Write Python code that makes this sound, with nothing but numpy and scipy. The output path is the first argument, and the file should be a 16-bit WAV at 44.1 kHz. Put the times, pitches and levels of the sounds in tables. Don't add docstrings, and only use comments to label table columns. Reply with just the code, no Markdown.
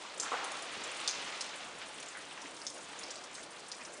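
import sys
import numpy as np
from scipy import signal
from scipy.fft import rfft, irfft
from scipy.io import wavfile
from scipy.ndimage import uniform_filter1d

SR = 44100
rng = np.random.default_rng(int(sys.argv[2]) if len(sys.argv) > 2 else 0)


def master(y):
    cut = np.clip(np.atleast_2d(y).T, -1, 1)
    pcm = np.round(cut * 32767)
    wavfile.write(sys.argv[1], SR, pcm.astype(np.int16))


N = 176400

# freq_hz, gain_db
HISS_EQ = [(20, -37), (40, -19.5), (65, -16), (100, -13.5), (160, -8), (240, -4.5), (310, -.5), (390, -2.5),
           (550, 1), (900, -2), (1300, -3), (2000, -7.5), (3200, -8.5), (5000, -14), (7500, -15.5),
           (10000, -17.5)]
# freq_hz, gain_db
PATTER_EQ = [(500, -10), (1500, -6.5), (3000, -8.5), (6500, 1), (10000, 6)]
# time_s, level_db
SHOWER_ENVELOPE = [(0, -49), (.19, -52), (.27, -44), (.42, -44.5), (.7, -45.5), (.95, -43.5), (1.15, -42),
                   (1.38, -44), (1.55, -47.5), (1.719, -51), (2.3, -53.5), (2.75, -60), (2.96, -49),
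                   (3.15, -53), (3.5, -61), (4, -68)]
# freq_hz, gain_db
SHOWER_EQ = [(100, -32), (250, -12), (600, -4), (1150, -0.5), (1700, -2.5), (2600, -1), (3600, -2.5),
             (5000, -8.5), (7000, -12), (10000, -24)]
# start_s, energy_db, pitch_hz, width_hz
KNOCK_CUES = [(.046, -19, 1130, 300), (.229, -14.5, 1230, 350), (.261, -10.5, 1300, 550),
              (.425, -19, 480, 110), (.765, -20, 362, 130), (.865, -21, 476, 150), (1.18, -22.5, 380, 138),
              (1.529, -17.5, 1920, 900), (1.815, -15, 2200, 1900), (1.983, -20.5, 2800, 700),
              (2.027, -22.5, 1780, 1300), (2.149, -18.5, 1730, 380), (2.168, -19, 1560, 348),
              (2.309, -19.5, 2920, 495), (2.376, -18, 1670, 896), (2.430, -20.5, 980, 221),
              (2.440, -22, 330, 60), (2.456, -20, 2470, 1020), (3.380, -19, 1460, 760),
              (3.563, -26, 3580, 900), (3.735, -24, 2097, 500), (3.793, -20, 1420, 650),
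              (3.812, -20, 2240, 704)]
# start_s, energy_db, pitch_hz, width_hz, edge_db, echo_db
TICK_CUES = [(0.1994, -5, 6700, 1700, -13, -1), (.2293, -15, 6700, 2000, -22, 1),
             (.2400, -19, 7200, 1400, -12, 0), (.443, -16, 7760, 1700, -8, 0),
             (.5185, -18.5, 7400, 1800, -7, 0), (0.623, -19.5, 7800, 1800, -7, 0),
             (.837, -17, 7600, 1600, -9, 0), (1.0768, -1.5, 5300, 1310, -16.5, -1.5),
             (1.0899, -12, 6350, 550, -22, -10), (1.0956, -12, 6300, 550, -12, -7),
             (1.409, -8, 5700, 1800, -9, 0), (1.557, -25, 8100, 1800, -2, 0),
             (1.9990, -20, 6700, 1400, -4, 0), (2.0275, -21.5, 6800, 1500, -1, 0),
             (2.086, -20.5, 6640, 1000, -17, 0), (2.4178, -21, 6400, 1600, -4, 0),
             (2.5660, -24, 6900, 1400, -6, -2), (2.6174, -20.5, 5250, 650, -16, -5),
             (2.6672, -8.5, 5570, 2100, -22, -1.5), (2.779, -24, 6600, 1500, -1, -2),
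             (2.845, -28, 7000, 1600, -8, 0), (2.9897, -18.5, 7140, 1500, -2, 0),
             (3.0331, -15.5, 5230, 1000, -12, 1), (3.1063, -14.5, 6400, 1900, -13, 1),
             (3.1568, -18.5, 5100, 2100, -7, 0), (3.238, -22.5, 5900, 1300, -3, 2),
             (3.3507, -18, 5100, 2300, -11, 1), (3.431, -31, 7380, 1600, 1, 0),
             (3.507, -29, 8000, 1500, 1, 0), (3.604, -28, 6000, 1800, -12, -3),
             (3.7171, -12.5, 5400, 1600, -11, 1), (3.8506, -19.5, 5930, 1300, -12, -2),
             (3.9390, -24.5, 7300, 1200, -7, 0)]
# pitch_hz, level_db, t60_s
CRUST_MODES = [(3590, -6, .03), (4080, -8, .025), (4750, -6, .025), (5240, -1, .022), (6270, -3, .025)]
# delay_s, level_db, smear_s
PORCH_REFLECTIONS = [(.0017, -5.5, .0005), (.0047, -0.5, .0003), (.0080, -7.5, .0012), (.0132, -6, .0004),
                     (.0190, -22, .0006), (.0292, -18.5, .001), (.0342, -8.5, .002)]
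# freq_hz, gain_db
RAILING_EQ = [(1500, -18), (4300, -2.5), (6200, -1), (7500, -0.5), (10000, -8), (14000, -18.5)]
# start_s, energy_db, pitch_hz, width_hz, t60_s
SPLINTER_CUES = [(0.218, -15, 7100, 1500, .16), (1.104, -14, 5370, 1100, .22)]
# start_s, energy_db
SNAP_CUES = [(.3180, -9.5), (0.3212, -9), (.3250, -11), (.3315, -8.5), (0.337, -17), (.3410, -12)]
# freq_hz, gain_db
BRANCH_EQ = [(120, -44), (250, -9), (360, -11), (485, 5), (620, -12), (850, -1.5), (980, -3), (1130, 3.5),
             (1400, -1), (1700, -15), (3000, -27), (8000, -37)]
# freq_hz, gain_db
WOODS_EQ = [(150, -36.5), (400, -9), (750, 1), (1200, 1.5), (1700, -4), (3000, -10), (8000, -56)]

HISS_DB, HISS_FLICKER_DB, HISS_FLICKER_HZ = -50, 1.5, 25.405
PATTER_DB, PATTER_PER_S, PATTER_T60_S, PATTER_BLUR_S = -59.5, 110, 0.056, 0.0012
CRACKLE_DB, CRACKLE_PER_S = -60, 50
KNOCK_T60_S, YARD_DB, YARD_T60_S = 0.098, -0.5, 0.37
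EDGE_HZ, EDGE_WIDTH_HZ = 9000, 630
RING_DB, CRUST_DETUNE = -13, 0.062
SPLASH_DB, SPLASH_T60_S = -3, 0.008
PORCH_EARLY_DB, PORCH_EARLY_T60_S, PORCH_TAIL_DB, PORCH_TAIL_T60_S = -6.5, 0.058, -7.5, 0.51
SHARP_SHARE = 0.86
SNAP_T60_S, WOODS_DB, WOODS_T60_S = 0.034, 1, 1.45
HIGH_CUT_HZ = 10020


def undb(db):
    return 10 ** (np.asarray(db) / 20)


def unit(x):
    return x / np.sqrt(np.sum(x ** 2) + 1e-18)


def level(x, db):
    return unit(x) * np.sqrt(len(x)) * undb(db)


def through(x, response):
    return signal.fftconvolve(x, response)[:len(x)]


def add(out, start_s, x):
    i = max(int(round(start_s * SR)), 0)
    out[i:i + len(x)] += x[:N - i]


def minimum_phase(shape_db, size=4096):
    hz = np.maximum(np.arange(size // 2 + 1) * SR / size, 1)
    cepstrum = irfft(np.log(undb(shape_db(hz))))
    cepstrum[1:size // 2] *= 2
    cepstrum[size // 2 + 1:] = 0
    return unit(irfft(np.exp(rfft(cepstrum))))


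def eq(points):
    hz, db = np.array(points).T
    return minimum_phase(lambda f: np.interp(np.log(f), np.log(hz), db))


def click(hz, width_hz, skirt_db=-30):
    def shape_db(f):
        peak = np.exp(-.5 * ((f - hz) / width_hz) ** 2)
        skirt = undb(skirt_db) / (1 + (f / hz) ** 2)
        low_cut = f ** 2 / (f ** 2 + (hz / 4) ** 2)
        return 20 * np.log10((peak + skirt) * low_cut)
    return minimum_phase(shape_db)


def decay(t60_s, size=N):
    return np.exp(-np.log(1000) * np.arange(size) / SR / t60_s)


def tail(t60_s, size=N):
    return unit(rng.standard_normal(size) * decay(t60_s, size))


def wander(rate_hz):
    hold = int(SR / rate_hz)
    steps = np.repeat(rng.standard_normal(N // hold + 1), hold)
    curve = uniform_filter1d(uniform_filter1d(steps, hold), hold)[:N]
    return curve / curve.std()


def grains(per_s, spread_db):
    hit = rng.random(N) < per_s / SR
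    size = np.minimum(rng.exponential(size=N), 5)
    return hit * undb(spread_db * size) * rng.choice([-1, 1], N)


def scatter(hits, response):
    power = np.maximum(through(hits ** 2, response ** 2), 0)
    return rng.standard_normal(N) * np.sqrt(power)


def porch(echo_db=0):
    early = undb(PORCH_EARLY_DB) * tail(PORCH_EARLY_T60_S, SR // 2)
    late = undb(PORCH_TAIL_DB) * tail(PORCH_TAIL_T60_S, SR // 2)
    out = through(early + late, eq(RAILING_EQ))
    for delay_s, db, smear_s in PORCH_REFLECTIONS:
        bounce = np.sqrt(1 - SHARP_SHARE) * tail(smear_s * np.log(1000), SR // 50)
        bounce[0] = np.sqrt(SHARP_SHARE)
        add(out, delay_s, undb(db) * bounce)
    out *= undb(echo_db)
    out[0] += 1
    return out


def distant_hiss():
    edges_hz = [0, 300, 700, 1500, 3000, 6000, SR]
    spectrum = rfft(through(rng.standard_normal(N), eq(HISS_EQ)))
    hz = np.arange(N // 2 + 1) * SR / N
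    out = np.zeros(N)
    for low, high in zip(edges_hz, edges_hz[1:]):
        band = irfft(spectrum * ((hz >= low) & (hz < high)), N)
        out += band * undb(HISS_FLICKER_DB * wander(HISS_FLICKER_HZ))
    return level(out, HISS_DB)


def eaves_patter():
    attack = 1 - np.exp(-np.arange(N) / SR / PATTER_BLUR_S)
    blur = attack * tail(PATTER_T60_S)
    out = np.zeros(N)
    for hz in np.geomspace(1800, 8200, 5):
        hits = grains(PATTER_PER_S / 5, spread_db=2)
        out += through(scatter(hits, blur), click(hz, hz / 5))
    return level(through(out, eq(PATTER_EQ)), PATTER_DB)


def twig_crackle():
    out = np.zeros(N)
    for hz in np.geomspace(4200, 8800, 4):
        hits = grains(CRACKLE_PER_S / 4, spread_db=1.7)
        clicks = through(hits, click(hz, hz / 5))
        out += through(clicks, porch())
    return level(out, CRACKLE_DB)


def ice_shower():
    time_s, db = np.array(SHOWER_ENVELOPE).T
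    swell = undb(np.interp(np.arange(N) / SR, time_s, db))
    rattle = scatter(grains(per_s=1500, spread_db=1.5), tail(t60_s=0.054))
    return level(through(rattle, eq(SHOWER_EQ)), 0) * swell


def dull_knocks():
    out = np.zeros(N)
    for start_s, db, hz, width_hz in KNOCK_CUES:
        body = tail(KNOCK_T60_S, SR // 2)
        yard = undb(YARD_DB) * tail(YARD_T60_S, SR // 2)
        knock = through(body + yard, click(hz, width_hz))
        add(out, start_s, undb(db) * unit(knock))
    return out


def tick(hz, width_hz, edge_db):
    size = SR // 15
    t = np.arange(size) / SR
    edge = undb(edge_db) * click(EDGE_HZ, EDGE_WIDTH_HZ)
    contact = unit(click(hz, width_hz) + edge)[:size]
    detune = np.exp(CRUST_DETUNE * rng.standard_normal())
    crust = sum(undb(db) * np.cos(2 * np.pi * mode_hz * detune * t) * decay(t60_s, size)
                for mode_hz, db, t60_s in CRUST_MODES)
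    ring = through(contact, unit(crust))
    splash = unit(through(tail(SPLASH_T60_S, size), contact))
    return unit(contact + undb(RING_DB) * ring + undb(SPLASH_DB) * splash)


def porch_ticks():
    out = np.zeros(N)
    for start_s, db, hz, width_hz, edge_db, echo_db in TICK_CUES:
        hit = through(porch(echo_db), tick(hz, width_hz, edge_db))
        add(out, start_s, undb(db) * unit(hit))
    return out


def ice_splinters():
    out = np.zeros(N)
    for start_s, db, hz, width_hz, t60_s in SPLINTER_CUES:
        fractures = grains(per_s=700, spread_db=3) * decay(t60_s)
        echoed = through(fractures, porch())
        add(out, start_s, undb(db) * unit(through(echoed, click(hz, width_hz))))
    return out


def branch_crack():
    crack, echo = np.zeros(N), np.zeros(N)
    wood = eq(BRANCH_EQ)
    for start_s, db in SNAP_CUES:
        snap = through(tail(SNAP_T60_S, SR // 4), wood)
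        add(crack, start_s, undb(db) * unit(snap))
        add(echo, start_s, undb(db) * tail(WOODS_T60_S))
    return crack + undb(WOODS_DB) * through(echo, eq(WOODS_EQ))


def scene():
    close = porch_ticks() + ice_splinters() + twig_crackle()
    behind = eaves_patter() + dull_knocks() + branch_crack() + ice_shower() + distant_hiss()
    return (close + behind)[None]


def record(dry):
    return signal.sosfilt(signal.ellip(12, .2, 70, HIGH_CUT_HZ, fs=SR, output="sos"), dry)


dry = scene()
out = record(dry)
master(out)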